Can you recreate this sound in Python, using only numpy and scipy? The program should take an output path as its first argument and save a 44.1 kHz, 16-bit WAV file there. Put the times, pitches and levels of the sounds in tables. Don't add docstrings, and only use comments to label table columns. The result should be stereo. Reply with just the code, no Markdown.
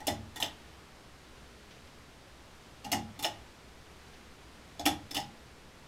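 import sys
import numpy as np
from scipy import signal
from scipy.fft import rfft, irfft
from scipy.io import wavfile
from scipy.ndimage import uniform_filter1d

SR = 44100
rng = np.random.default_rng(int(sys.argv[2]) if len(sys.argv) > 2 else 0)


def digitize_waveform(pressure):
    field = np.atleast_2d(pressure).T
    bounded = np.clip(field, -1, 1)
    quanta = np.round(bounded * 32767).astype(np.int16)
    wavfile.write(sys.argv[1], SR, quanta)


N = 258867


def undb(db):
    return 10 ** (np.asarray(db) / 20)


def read(table, hz):
    f, v = np.transpose(table)
    return np.interp(np.log(np.maximum(hz, 1)), np.log(f), v)


def colour(x, table):
    hz = np.fft.rfftfreq(x.shape[-1], 1 / SR)
    return irfft(rfft(x) * undb(read(table, hz)), x.shape[-1])


def stereo_noise(size, likeness):
    c = np.clip(read(likeness, np.fft.rfftfreq(size, 1 / SR)), -.99, .99)
    shares = np.sqrt([(1 + c) / 2, (1 - c) / 2])
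    mid, side = rfft(rng.standard_normal((2, size))) * shares
    return irfft([mid + side, mid - side], size)


# (f/Hz, left-right correlation)
FLOOR_LIKENESS = [(60, 1), (130, 0.61), (290, -0.15), (640, -0.41), (1410, -0.047), (3100, 0.091),
                  (6820, -0.011), (15000, 0.27)]
# (f/Hz, relative level/dB per Hz)
FLOOR_COLOUR = [(15, -3.5), (25, -8.5), (38, -21.5), (58, 0), (86, -9), (230, -9), (410, -9), (900, -13),
                (4670, -23), (9000, -31.5), (13900, -40.5), (16000, -52)]
FLOOR_DB = -53.5


def floor():
    noise = colour(stereo_noise(N, FLOOR_LIKENESS), FLOOR_COLOUR)
    k = SR // 4
    levels = np.repeat(rng.standard_normal(N // k + 1), k)
    swell = uniform_filter1d(levels, k)[:N]
    loudness = np.sqrt(np.mean(noise.mean(axis=0) ** 2))
    return noise / loudness * undb(FLOOR_DB + 0.45 * swell)


def fading_bursts(events):
    t = np.arange(N) / SR
    return sum(undb(db) * (t > s) * np.exp(-np.abs(t - s) / fade) for s, db, fade in events)


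# (t/s, level/dB before colouring, fade time/s)
RUSTLES = [(1.707, -54.5, 0.042), (1.873, -56, 0.016), (4.133, -56, 0.02)]
# (f/Hz, level/dB)
RUSTLE_COLOUR = [(600, -27), (1500, 8), (3000, 9), (6000, 0.5), (10000, -25)]


def slack_chain():
    return colour(fading_bursts(RUSTLES) * rng.standard_normal(N), RUSTLE_COLOUR)


# (f/Hz, time to fall by 60 dB/s)
ECHO_T60 = [(300, 0.37), (1500, 0.29), (4000, 0.24), (8000, 0.18), (14000, 0.088)]
# (f/Hz, left-right correlation)
ECHO_LIKENESS = [(300, 0.94), (1500, 1), (4000, 0.83), (8000, 0.36), (14000, 0.037)]


def echo():
    size = SR // 2
    t, f = np.arange(size) / SR, np.fft.rfftfreq(size, 1 / SR)
    spectrum, out = rfft(stereo_noise(size, ECHO_LIKENESS)), 0
    for hz in 125 * 2. ** np.arange(8):
        band = np.maximum(1 - np.abs(np.log2(np.maximum(f, 1) / hz)), 0)
        fade = undb(-60 * t / read(ECHO_T60, hz))
        out = out + irfft(spectrum * band, size) * fade
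    return out * (1 - np.exp(-t / 0.0029))


SCATTER_DB = 2


def ring(modes, rise_s, smear_hz, lean_db):
    t = np.arange(SR // 2) / SR
    hz, db, t60 = np.transpose(modes)[:, :, None]
    lean = lean_db * np.linspace(-.5, .5, len(modes))
    struck_db = lean + SCATTER_DB * rng.standard_normal(len(modes))
    gain = undb(db + struck_db[:, None]) / np.sum(undb(db))
    steps = rng.standard_normal((len(modes), len(t)))
    slip = np.sqrt(2 * np.pi * abs(smear_hz) / SR) * np.cumsum(steps, axis=1)
    tones = np.sin(2 * np.pi * hz * t + slip) * undb(-60 * t / t60)
    return (1 - np.exp(-t / rise_s)) * np.sum(gain * tones, axis=0)


PHASES_S = [0, .3, 2.8, 3.15, 4.75, 5.08]


def shake(force, modes, rise_s, smear_hz, leans_db=np.zeros(len(PHASES_S))):
    out, edges = np.zeros(N + SR), [int(s * SR) for s in PHASES_S] + [N]
    for a, b, lean_db in zip(edges, edges[1:], leans_db):
        part = signal.fftconvolve(force[a:b], ring(modes, rise_s, smear_hz, lean_db))
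        out[a:a + len(part)] += part
    return out[:N]


# (f/Hz, level/dB within the part, time to fall by 60 dB/s)
BEAMS = [(78.5, -7.5, 0.64), (98.3, -6, 0.66), (141.2, -3.5, 0.42), (185.7, -4.5, 0.29), (221, -2.5, 0.5)]
ROD = [(341.2, 4, 0.25)]
BLADES = [(271, -1, 0.24), (289, 10, 0.096), (302.7, 3, 0.18)]
HOUSING = [(757, -1.5, 0.15), (791.8, 3.5, 0.11), (816.4, 3.5, 0.16), (854.7, 0, 0.13), (932, -8.5, 0.092)]
CAP = [(559, -6.5, 0.16), (608, -5.5, 0.18), (660, 4.5, 0.1), (670, -0.5, 0.098), (697, 0, 0.16)]
CHAIN = [(4520, -2.5, 0.066), (5166, 6, 0.073), (5450, 4.5, 0.066), (6000, 0, 0.053), (6330, 1.5, 0.075),
         (6870, 10.5, 0.014), (7920, -2, 0.06), (10840, -15, 0.031), (10840, -3.5, .03), (13260, -3, 0.032)]
SWITCH = [(1321, -3, 0.061), (1620, -14, 0.043), (1884, 0, 0.16), (1956, 1.5, 0.11), (2110, 6, 0.039),
          (2300, -5, 0.071), (2640, -1, 0.042), (2887, 1.5, 0.085), (2880, -1, 0.082), (3220, -3, 0.09),
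          (3454, 0, 0.13), (3460, -4, 0.11), (3640, -1.5, 0.096), (4180, 1.5, 0.071)]
# (housing level/dB, beams level/dB, blades level/dB)
LEANS = [(4, -4.5, 2.5), (12, -1, 5), (-3.5, 2, -3.5), (9, 2, 1), (0, 0, 5.5), (4, -2, -1)]
WOBBLE_DB, WOBBLE_S = 2, 0.018


def ringing_parts(tick, jingle, push):
    flutter = 1 + 4.6 * uniform_filter1d(rng.standard_normal(N), size=64)
    k = int(WOBBLE_S * SR)
    drift = uniform_filter1d(uniform_filter1d(rng.standard_normal((4, N)), k), k)
    wobble = undb(WOBBLE_DB * np.sqrt(k) * drift)
    housing_lean, beams_lean, blades_lean = np.transpose(LEANS)
    return (undb(7.5) * flutter * shake(tick, SWITCH, 0.001, 44.0)
            + undb(5.0) * flutter * shake(jingle, CHAIN, 0.00028, 126.0)
            + undb(4.0) * wobble[0] * shake(push[0], CAP, 0.0044, 5.)
            + undb(9.0) * wobble[1] * shake(push[1], HOUSING, 0.011, 3.5, housing_lean)
            + undb(6.5) * wobble[2] * shake(push[2], BLADES, 0.011, 2.0, blades_lean)
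            + undb(8.5) * wobble[3] * shake(push[3], BEAMS, 0.047, 6.0, beams_lean)
            + undb(6.0) * shake(push[4], ROD, 0.044, 2.4))


# (t/s, level/dB before colouring)
GLINTS = [(0.0708, -21), (2.9190, -50), (4.8570, -43), (4.861, -16.5), (4.863, -24)]
# (f/Hz, level/dB)
GLINT_COLOUR = [(7000, -25), (10500, 3), (13000, 2), (16000, -20)]
GLINT_S = 0.00086


def glints():
    burst = fading_bursts([(s, db, GLINT_S) for s, db in GLINTS])
    return colour(burst * rng.standard_normal(N), GLINT_COLOUR)


BOUNCE_DB, BOUNCE_S, BOUNCE_PER_S = -21.5, 0.022, 290
CLUMP_DB, CLUMP_S = 2.5, .0012


def rattle_shock(t, length, noise, dice):
    sign, size, lump = noise
    bite = 1 - np.exp(-t / 0.0007)
    knot = max(int(CLUMP_S * SR), 1)
    clumps = CLUMP_DB * np.sqrt(knot) * uniform_filter1d(lump, knot)
    grains = bite * sign * undb(2.0 * size + clumps) * np.exp(-t / max(length, 1 / SR))
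    hits = (dice < BOUNCE_PER_S / SR) * np.sqrt(SR / BOUNCE_PER_S)
    beads = hits * sign * undb(BOUNCE_DB) * np.exp(-t / BOUNCE_S)
    return (grains + beads) / np.sqrt(np.sum(grains ** 2))


def pawl_clack(t, hz, t60):
    bite = 1 - np.exp(-t / 0.0007)
    upper = 0.97 * np.exp(-t / 0.0027) * np.sin(2 * np.pi * hz * 1.144 * t)
    return undb(-60 * t / t60) * bite * (np.sin(2 * np.pi * hz * t) + upper)


# (f/Hz, level/dB)
SNAP_COLOUR = [(400, -7.5), (1000, -5), (2000, -24.5), (3200, -9), (7000, -1), (9000, -5.5), (13000, -3),
               (15500, -11)]
# (t/s, click level/dB, clack f/Hz, clack level/dB,
# then push level/dB on chain, motor housing, switch cap, blades, hanging rod)
TAUT = [(0.003, -42.5, 3500, -55, -46, -36, -46, -44, -50),
        (2.8440, -49, 2770, -48, -40, -40, -47, -42.5, -58),
        (2.8488, -33.5, 2870, -41.5, -40, -33.5, -39, -40, -51),
        (4.7946, -36, 3450, -37, -35.5, -32, -32, -35, -53)]
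SNAPS = [(0.0687, -20.5, 2860, -32.5, -25.5, -43, -50, -30, -40),
         (0.0708, -23, 3330, -44, -26, -26, -35, -40, -42),
         (2.9171, -16.5, 2850, -29, -24.5, -49, -27.5, -32, -52),
         (2.9215, -33, 3430, -42, -31, -61, -47, -49, -52),
         (4.8550, -18, 2820, -26.5, -23, -33, -55, -27.5, -30)]
JOLTS = [(0.0792, -28, 3040, -21.5, -35, -41, -19, -25.5, -32.5),
         (2.9267, -19.5, 3540, -30, -50, -20, -43, -22, -34),
         (4.8615, -16, 2880, -19, -23, -18.5, -25, -18, -28)]
TICKS = [(0.3592, -31.5, 3510, -44.5, -54, -38.5, -63, -43, -46),
         (0.4010, -25.5, 3400, -40, -53, -29, -63, -49, -50),
         (0.4160, -32, 3740, -46, -46, -59, -53, -53, -48),
         (3.1908, -32.5, 3590, -47.5, -42, -36, -52, -39, -50),
         (3.2252, -24.5, 3500, -46, -37, -43, -44, -45, -50),
         (3.2365, -27, 3510, -35, -45, -35, -62, -49, -55),
         (5.1086, -33, 3540, -44, -36, -40, -45, -45, -49),
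         (5.1560, -36, 3585, -43.5, -43, -38, -57, -54, -55),
         (5.1446, -24.5, 3490, -41, -31, -33.5, -51, -45, -50)]
HOMES = [(0.4258, -25, 3030, -13, -27.5, -33, -28, -35, -42.5),
         (3.2459, -29.5, 3010, -15, -26, -26, -22, -44, -35),
         (5.1661, -22.5, 2980, -23, -25.5, -21, -30.5, -44, -51)]
REBOUNDS = [(0.0820, -30, 3510, -23.5, -32, -25.5, -44, -34.5, -50),
            (0.4283, -29.5, 2990, -22, -35, -62, -42, -48, -58),
            (0.4440, -34, 3340, -26.5, -41, -43, -46, -46, -55),
            (3.2483, -24, 2900, -28, -46, -41.5, -43, -48, -49),
            (5.1690, -30, 2970, -21.5, -28, -50, -51, -37, -47)]
# (rows, rattle fade time/s, clack time to fall by 60 dB/s, switch and beams level/dB relative to click)
STAGES = [(TAUT, 0.0016, 0.028, -4.5, -6), (SNAPS, 0.0031, 0.022, -12, -26.5),
          (JOLTS, 0.0018, 0.0072, -4.5, -22), (TICKS, 0.0059, 0.06, -7, -17.5),
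          (HOMES, 0.0012, 0.0076, -10, -28), (REBOUNDS, 0.0011, 0.012, -2.4, -45)]
CEILING_DB = [-33, -42, -41]


def pull_chain():
    t = np.arange(SR // 10) / SR
    rattle, clack, tick, jingle = np.zeros((4, N + len(t)))
    push = np.zeros((5, N))
    for rows, length, t60, switch_db, beams_db in STAGES:
        for s, db, hz, clack_db, chain_db, housing_db, cap_db, blades_db, rod_db in rows:
            i = int(s * SR)
            shock = rattle_shock(t, length, rng.standard_normal((3, len(t))), rng.random(len(t)))
            rattle[i:i + len(t)] += undb(db) * shock * np.sqrt(max(length, 1 / SR) * SR / 2)
            tick[i:i + len(t)] += undb(db + switch_db) * shock
            jingle[i:i + len(t)] += undb(chain_db) * shock
            clack[i:i + len(t)] += undb(clack_db) * pawl_clack(t, hz, t60)
            push[:, i] += undb([cap_db, housing_db, blades_db, db + beams_db, rod_db])
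    for jolt, db in zip(JOLTS, CEILING_DB):
        push[3, int(jolt[0] * SR)] += undb(db)
    rings = ringing_parts(tick, jingle, push)
    return undb(-5.0) * colour(rattle, SNAP_COLOUR)[:N], undb(5.0) * clack[:N], rings


def scene():
    snap, clack, rings = pull_chain()
    snap = snap + glints()
    sent = undb(-22.5) * snap + undb(-33.5) * clack + undb(-36.0) * rings
    wet = signal.fftconvolve(sent[None], echo())[:, :N]
    return snap + clack + rings + wet + slack_chain() + floor()


def record(dry):
    low_pass = signal.ellip(8, .2, 70, 15900, fs=SR, output="sos")
    return signal.sosfilt(low_pass, dry)


dry = scene()
out = record(dry)
digitize_waveform(out)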